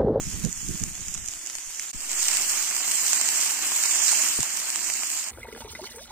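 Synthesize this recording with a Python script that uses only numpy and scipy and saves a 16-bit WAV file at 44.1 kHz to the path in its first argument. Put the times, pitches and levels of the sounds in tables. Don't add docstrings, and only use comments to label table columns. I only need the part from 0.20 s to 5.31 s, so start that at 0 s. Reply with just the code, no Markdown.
import sys
import numpy as np
from scipy import signal
from scipy.fft import rfft, irfft
from scipy.io import wavfile
from scipy.ndimage import uniform_filter1d, map_coordinates

SR = 44100
rng = np.random.default_rng(int(sys.argv[2]) if len(sys.argv) > 2 else 0)


def boost(x):
    u = np.asarray(x, float) / 20
    return 10 ** u


def materialize(psi):
    bounded = np.clip(np.atleast_2d(psi).T, -1, 1)
    quanta = np.round(bounded * 32767).astype(np.int16)
    wavfile.write(sys.argv[1], SR, quanta)


N = 225218
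TIME = np.arange(N) / SR
CUT, RESUME = 1.7145, 1.7305


def boil():
    # start_s, sizzle_db
    far_boil = [(0, -39), (1.71, -39.5)]
    # start_s, sizzle_db
    near_boil = [(1.73, -42.5), (2.0, -29), (2.15, -27.5), (2.21, -28), (2.62, -31), (2.91, -26.5),
                 (3.0, -28), (3.33, -28), (3.39, -32), (3.63, -27.5), (3.9, -26.5), (4.02, -28.5),
                 (4.22, -30), (4.31, -33), (5.0, -32), (5.11, -39)]
    far_db = np.interp(TIME, *np.transpose(far_boil))
    near_db = np.interp(TIME, *np.transpose(near_boil))
    vigour_db = np.where(TIME < CUT, far_db, near_db)
    level_db = vigour_db + 0.75 * wobble(12)

    quick_db = level_db - uniform_filter1d(level_db, int(0.54 * SR))
    gurgle_db = np.where(TIME < CUT, -7.5, -12.5) - 0.94 * quick_db * (TIME > 2) + 0.2 * wobble(9)
    spray_db = -11.5 + 0.6 * wobble(8.1)
    pan_db = np.where(TIME < CUT, -5, -4) + 1.1 * wobble(8)

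    crackle = fizz(count=20000, spread_db=4.5, places=1.2, clump_db=1)
    hiss = steam(alike=0.95, patchy_db=2.0)
    sizzle = unit(boost(-6.5) * crackle + boost(-3.5) * hiss)
    low, middle, _ = bands(sizzle, low_hz=3900, high_hz=9150)
    fine_spray = unit(boost(-7.5) * crackle + boost(-7) * hiss)
    high = bands(fine_spray, low_hz=3600, high_hz=9180)[2]
    bubbling = fizz(count=9000, spread_db=3.5, places=1.5, clump_db=2.0)
    gurgle = bands(bubbling, low_hz=3180, high_hz=9000)[0]
    bed = boost(gurgle_db + 10.5) * (low + boost(-1.5) * gurgle) + middle + boost(spray_db + 14) * high
    side = np.array([[1], [-1]])
    bed *= boost(level_db + 4 + side * pan_db / 2)

    s, db, dull_db, spit_pan_db = spits(vigour_db)
    lead = np.where(s < CUT, 2, -3) + rng.normal(0, 2.7, len(s))

    def spit_bands(size):
        clicks = bursts(s - 0.0004, size, spit_pan_db + 3, lead, echo_db=-7, echo_s=0.002)
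        return bands(clicks, low_hz=3600, high_hz=9800)

    _, sharp, sharpest = spit_bands(boost(db + 4.0))
    dull = spit_bands(boost(db + dull_db + 13))[0]
    return port_colours(bed + sharp + boost(-3.5) * sharpest + dull)


def spits(level_db):
    # start_s, peak_db, dull_part_db, left_minus_right_db
    far_spits = [(0.2498, -11, -3, -11), (.315, -20, -17, -7), (.328, -14, -22, -11), (.464, -20, -20, -16),
                 (.4861, -17, -25, -14), (.5996, -14.5, -21, -8), (.6375, -8.5, -6, -11),
                 (.7534, -22, 4, -8), (0.8833, -14, -7, -10), (0.9419, -12.5, -19, -10),
                 (.947, -16, -14, -18), (.9515, -21.5, 6, -10.5), (.977, -17, 1, -9),
                 (1.0605, -14.5, -22, -4), (1.0774, -19, -23, -19), (1.0856, -12.5, -27, -13),
                 (1.137, -24.5, 9.5, -8), (1.2626, -19, -23, -17), (1.272, -16, -20, -16),
                 (1.2993, -17, 1, -12), (1.342, -25, -19, -7), (1.353, -13.5, 3, -5),
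                 (1.385, -23.5, 11, -5), (1.5582, -22, -12, -2), (1.5968, -10, -16, -10),
                 (1.624, -23, -22, -22)]
    # start_s, peak_db, dull_part_db, left_minus_right_db
    near_spits = [(1.8058, -17.5, -19, 4), (1.916, -11, -26, -11), (1.9318, -15, -2, -14),
                  (2.026, -10, -5, -5), (2.03, -9, -14, -18), (2.084, -.5, -21, -4), (2.088, -9, -6, -1),
                  (2.132, -9, -8, -8), (2.1506, -10, -16, -14), (2.1708, -4.5, -23, 3),
                  (2.2978, -8, -16, -8), (2.447, -21, -40, -4), (2.5658, -8, -14, -11),
                  (2.6792, -11, -3, -11), (2.7137, -7, -41, -4), (2.7176, -4, -22, -5),
                  (2.882, -10, -22, -16), (2.9323, -2.5, -7.5, -17), (3.013, -9.5, -3, -18),
                  (3.0141, -6, -14, 1), (3.0886, -2.5, -6, -8), (3.212, -9, -20, -11),
                  (3.449, -16, -14, -9), (3.519, -11.5, 0, -7), (3.638, -6, -7, -14),
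                  (3.882, -7.5, -14, -21), (3.9188, -2.5, -8, -11), (3.9739, -12, -20, -20),
                  (4.0183, -12, -23, -9), (4.086, -10.5, -39, -16)]
    # start_s, peak_db, dull_part_db, left_minus_right_db
    drip_spits = [(4.2063, -7.5, -20, -11), (4.2302, -8.5, -9, -18.5), (4.372, -12.5, -19, -12),
                  (4.456, -19.5, -24.5, 6), (4.495, -14, -22, -2), (4.503, -9, -17, -5),
                  (4.559, -9.5, -4.5, -17), (4.6438, -12, -21, -11), (4.701, -7.5, -2.5, -7),
                  (4.835, -13, 3, -3), (4.9023, -9, -18, -3), (4.9654, -19, -13, -6),
                  (5.086, -15.5, -17, -10)]
    count = 130
    when = rng.random(count) * (N - 1)
    size, dull, side = rng.standard_normal((count, 3)).T
    small_db = level_db[when.astype(int)] + 12 + 2.5 * size
    small = [when / SR, small_db, -12 + 3.2 * dull, -10.5 + 8.9 * side]
    big = np.concatenate([far_spits, near_spits, drip_spits]).T
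    return np.hstack([big, small])


def fizz(count, spread_db, places, clump_db):
    when, size, place, sign = rng.random((count, 4)).T
    s = when * N / SR
    lead = np.where(s < CUT, 2, -3) + places * (place - 0.5) * 2
    size = np.sign(sign - 0.5) * boost(-spread_db * np.log(size + 1 / 130))
    crackle = bursts(s, size, 5 * (place - 0.5), lead, echo_db=-1.0, echo_s=0.003)
    clumps_db = clump_db * wobble(45) + 0.78 * clump_db * wobble(11)
    return unit(crackle * boost(clumps_db))


def bursts(s, size, pan_db, lead, echo_db, echo_s):
    draws = rng.random((len(s), 9))
    at = np.round(s * SR).astype(int)
    length = N + 2048
    ports = np.zeros((2, length))
    for port, side in enumerate((1, -1)):
        shift = np.round(lead).astype(int) if port else 0
        start = np.clip(at + shift, 0, N)
        gain = size * boost(side * pan_db / 2)
        ports[port] += np.bincount(start, gain, length)
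        for k in range(3):
            delay = draws[:, k] * echo_s * SR + 3.5 * draws[:, 3 + 3 * port + k]
            late = start + np.clip(delay, 1, 2000).astype(int)
            ports[port] += np.bincount(late, gain * boost(echo_db) * (-1) ** k, length)
    return ports[:, :N]


def steam(alike, patchy_db):
    _, _, z = signal.stft(rng.standard_normal((3, N)), nperseg=256)
    patches = uniform_filter1d(rng.standard_normal(z.shape[1:]), size=5, axis=0)
    patches = uniform_filter1d(patches, size=12, axis=1)
    patchy = z * boost(patchy_db * patches / patches.std())
    common, *own = signal.istft(patchy, nperseg=256)[1][:, :N]
    own = np.array(own)
    low = bands(common, low_hz=3500, high_hz=9000)[0]
    own_low = bands(own, low_hz=2800, high_hz=9000)[0]
    apart = own - own_low * np.clip(alike, 0, 1)
    return unit(apart + alike * low)


def port_colours(x):
    # pitch_hz, level_db (per Hz)
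    far_left = [(260, -22), (1210, -19.5), (2760, -12.5), (3790, -13.5), (4220, -11.5), (5510, -7),
                (7320, -4), (8350, 0.5), (10340, -10.5), (11370, -10), (11970, -11.5), (13180, -13),
                (15250, -14.5)]
    # pitch_hz, level_db (per Hz)
    far_right = [(260, -42), (600, -35), (2150, -22.5), (4220, -22.5), (6980, 1.5), (8610, -12.5),
                 (9300, -22.5), (10340, -22), (10850, -32), (12400, -29), (13700, -31), (14900, -37),
                 (15250, -60)]
    # pitch_hz, level_db (per Hz)
    near_left = [(170, -24), (1120, -12.5), (1460, -16), (2840, -8), (3800, -14), (4310, -13.5),
                 (5170, -10), (6720, -9.5), (7700, -2.5), (8400, 0.5), (9130, -6.5), (9700, -15.5),
                 (10770, -12), (15250, -14.5)]
    # pitch_hz, level_db (per Hz)
    near_right = [(170, -33), (430, -31), (780, -22), (2240, -16), (3100, -22.5), (6120, -7), (7240, 0.5),
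                  (9130, -12.5), (9650, -22), (11200, -23.5), (12490, -27), (13870, -22), (15250, -20.5)]

    def with_ends(points):
        below = [(20, -70), (points[0][0] * 0.94, points[0][1] - 8)]
        return below + list(points) + [(17000, points[-1][1] - 6)]

    far = TIME < CUT
    heard = []
    for port, far_points, near_points in zip(x, (far_left, far_right), (near_left, near_right)):
        from_afar = coloured(port * far, with_ends(far_points))
        heard.append(from_afar + coloured(port * ~far, with_ends(near_points)))
    return np.array(heard)


def plops():
    # start_s, peak_db, pitch_hz
    bubbles = [
        (1.596, -20.5, 2100),
        (1.605, -28, 2930),
        (3.929, -26.5, 870),
        (4.231, -30.5, 850),
        (4.556, -20.5, 2800),
        (4.697, -21, 2200),
        (4.786, -25, 2410),
        (4.823, -31, 1320),
        (4.93, -24, 2320),
        (5.029, -29, 2490),
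    ]
    out = np.zeros(N + SR)
    t = np.arange(SR // 40) / SR
    for s, db, hz in bubbles:
        fade = boost(-60 * t * hz / 9) * (1 - np.exp(-t / 0.00062))
        ring = np.sin(2 * np.pi * hz * t * (1 + 12 * t)) * fade
        out[round(s * SR):][:len(t)] += boost(db + 8.0) * ring
    return out[:N]


def wind():
    # pitch_hz, level_db (per Hz)
    buffet_left = [(8, 7.5), (25, -1), (60, -3.5), (170, -13), (270, -24.5), (430, -25), (800, -56),
                   (1500, -124)]
    # pitch_hz, level_db (per Hz)
    buffet_right = [(8, -21), (40, 6), (120, -4), (190, 2.5), (270, -8), (430, -14.5), (800, -48),
                    (1500, -59)]
    # pitch_hz, level_db (per Hz)
    flutter_colour = [(100, -50), (250, 2), (450, 6), (650, -7), (1000, -44), (2000, -84)]
    gust = gusts()
    steady = []
    for colour in (buffet_left, buffet_right):
        rumble = coloured(rng.standard_normal(N), colour)
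        lump = unit(boost(4.4 * wobble(40.2)) * rumble)
        steady.append(lump / np.sqrt(uniform_filter1d(lump ** 2, size=3000) + 1e-3))
    flutter = [coloured(rng.standard_normal(N), flutter_colour) for _ in range(2)]
    return gust * steady + boost(13.5) ** 1.04 * gust ** 2.03 * flutter


def gusts():
    # middle_s, peak_db, length_s, left_minus_right_db
    puffs = [(0.034, -39.5, 0.17, 6), (.17, -38, 0.19, -12), (0.259, -28, 0.038, -22), (.39, -47.5, .14, 8),
             (0.503, -35.5, 0.095, -7.5), (0.622, -33.5, 0.029, -5), (0.674, -38, 0.056, 1),
             (0.804, -45.5, 0.14, 6), (0.952, -43.5, 0.16, 8), (1.09, -53, 0.18, 20),
             (1.367, -57, 0.055, 21), (1.482, -52, 0.042, 24), (1.62, -64, .25, 10)]
    s, db, length, pan_db = np.transpose(puffs)[..., None]
    shape_db = db - 5 * (2 * (TIME - s) / length) ** 2
    right = 4 * boost(2 * shape_db) / (1 + boost(2 * pan_db))
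    left = right * boost(2 * pan_db)
    return np.sqrt([left.sum(axis=0), right.sum(axis=0)]) * (TIME < CUT)


def handling():
    # start_s, peak_db, pitch_hz, fade_by_60_db_s, sign
    knocks = [
        (1.746, -28, 216, 0.027, -0.82),
        (1.7573, -23, 43.2, 0.059, -0.75),
        (1.759, -49.5, 130, 0.087, -0.81),
        (4.1883, -18, 760, 0.0093, 1),
        (4.19, -11.5, 370, 0.0075, 0.92),
        (4.1935, -24, 212, 0.021, 1),
        (4.202, -21, 134, 0.05, -0.76),
    ]
    # quick_size, quick_s, slow_size, slow_s
    settle = [
        (-.036, 0.085, 0.02, 0.32),
        (-.008, 0.08, 0.011, 0.28),
    ]
    out = np.zeros((2, N))
    for s, db, hz, t60, sign in knocks:
        t = np.maximum(TIME - s, 0)
        out[0] += sign * boost(db - 60 * t / t60) * np.sin(2 * np.pi * hz * t)
    t = np.maximum(TIME - 1.765, 0)
    for port, (quick, quick_s, slow, slow_s) in enumerate(settle):
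        drain = quick * np.exp(-t / quick_s) + slow * np.exp(-t / slow_s)
        out[port] += drain * (1 - np.exp(-t / 0.0021))
    return out


def yard():
    # pitch_hz, level_db (per Hz)
    air_colour = [(10, 14.5), (40, -3.5), (90, 3.5), (140, -26), (220, 7.5), (310, 11), (400, 4), (700, 6),
                  (1500, -51), (16000, -65)]
    common, left, right = [coloured(rng.standard_normal(N), air_colour) for _ in range(3)]
    level_db = np.where(TIME < CUT, -66, np.array([[-57], [-61]]))
    swell = boost(2.3 * wobble(12) + level_db)
    return swell * (common + 0.5 * np.array([left, right]))


def unit(x):
    return x / np.sqrt(np.mean(x ** 2, axis=-1, keepdims=True) + 1e-20)


def wobble(rate):
    knots = rng.standard_normal(int(N * rate / SR) + 4)
    return map_coordinates(knots, [np.arange(N) * rate / SR])


def coloured(x, points):
    size = 8192
    hz, db = np.transpose(points)
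    gain_db = np.interp(np.log(np.fft.rfftfreq(size, 1 / SR) + 1), np.log(hz), db)
    cepstrum = irfft(np.log(boost(gain_db)))
    cepstrum[1:size // 2] *= 2
    cepstrum[size // 2 + 1:] = 0
    response = irfft(np.exp(rfft(cepstrum)))
    return signal.fftconvolve(x, response / np.linalg.norm(response))[:N]


def bands(x, low_hz, high_hz):
    low = signal.sosfilt(signal.butter(2, low_hz, fs=SR, output="sos"), x)
    high = signal.sosfilt(signal.butter(2, high_hz, "high", fs=SR, output="sos"), x)
    return low, x - low - high, high


def masked(x, points, spare_db, size):
    hz, _, z = signal.stft(x, SR, window="cosine", nperseg=2048)
    bins, frames = np.arange(len(hz)), np.arange(z.shape[2])
    edges = np.arange(0, len(hz), size)
    power = np.add.reduceat(np.abs(z) ** 2, edges, axis=1)[:, bins // size] / size
    treble = uniform_filter1d(power, size=32, axis=1)[:, hz > 4000]
    loudest = uniform_filter1d(treble.max(axis=(0, 1)), size=11)
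    mask = loudest * boost(2 * np.interp(hz, *np.transpose(points)))[:, None]
    waver = rng.standard_normal((len(edges) // 3 + 1, z.shape[2] // 2 + 1))
    mask *= boost(2 * 2.2 * waver[bins // (3 * size)][:, frames // 2])
    power = uniform_filter1d(power, size=2, axis=2)
    usual = uniform_filter1d(power, size=64, axis=1)
    kept = power > np.minimum(mask, usual * boost(2 * spare_db))
    return signal.istft(z * kept, SR, window="cosine", nperseg=2048)[1][:, :N]


def opposed(x, centre_hz, width_hz, share):
    total, apart = (x[0] + x[1]) / 2, (x[0] - x[1]) / 2
    peak = signal.iirpeak(centre_hz, centre_hz / width_hz, SR)
    band = signal.filtfilt(*peak, total) * (TIME > CUT)
    return np.array([total - share * band, apart])


def scene():
    gap = np.where((TIME > CUT) & (TIME < RESUME), boost(-25), 1)
    sources = boil() + plops() + wind() + yard()
    return sources * uniform_filter1d(gap, size=40) + handling()


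def top_cut(x):
    return signal.sosfilt(signal.butter(12, 15830, fs=SR, output="sos"), x)


def record(dry):
    # pitch_hz, level_db
    case_colour = [(20, 0), (380, 1), (500, -7), (640, 0.5), (15450, -1), (15550, -22), (15850, -36),
                   (15950, -47)]
    # pitch_hz, level_db (under the loudest band)
    port_mask = [(2000, -40), (2900, -22), (3600, -20), (4600, -21), (6000, -19.5), (8500, -22),
                 (9700, -20), (15000, -22.5)]
    # pitch_hz, level_db (under the loudest band)
    sum_mask = [(3000, -40), (3400, -19), (4200, -17.5), (5100, -16.5), (5600, -26), (9300, -26),
                (10000, -20), (15000, -23)]
    heard = np.array([coloured(port, case_colour) for port in dry]) * boost(-1.5)
    heard = heard / (1 + np.abs(heard / 0.9) ** 4) ** (1 / 4)
    heard = masked(heard, port_mask, spare_db=-0.5, size=6)
    pair = opposed(heard, centre_hz=3600, width_hz=500, share=0.3)
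    total = masked(pair, sum_mask, spare_db=-0.7, size=8)[0]
    apart = pair[1]
    mix = np.array([total + apart, total - apart])
    return top_cut(mix)


dry = scene()
out = record(dry)
materialize(out)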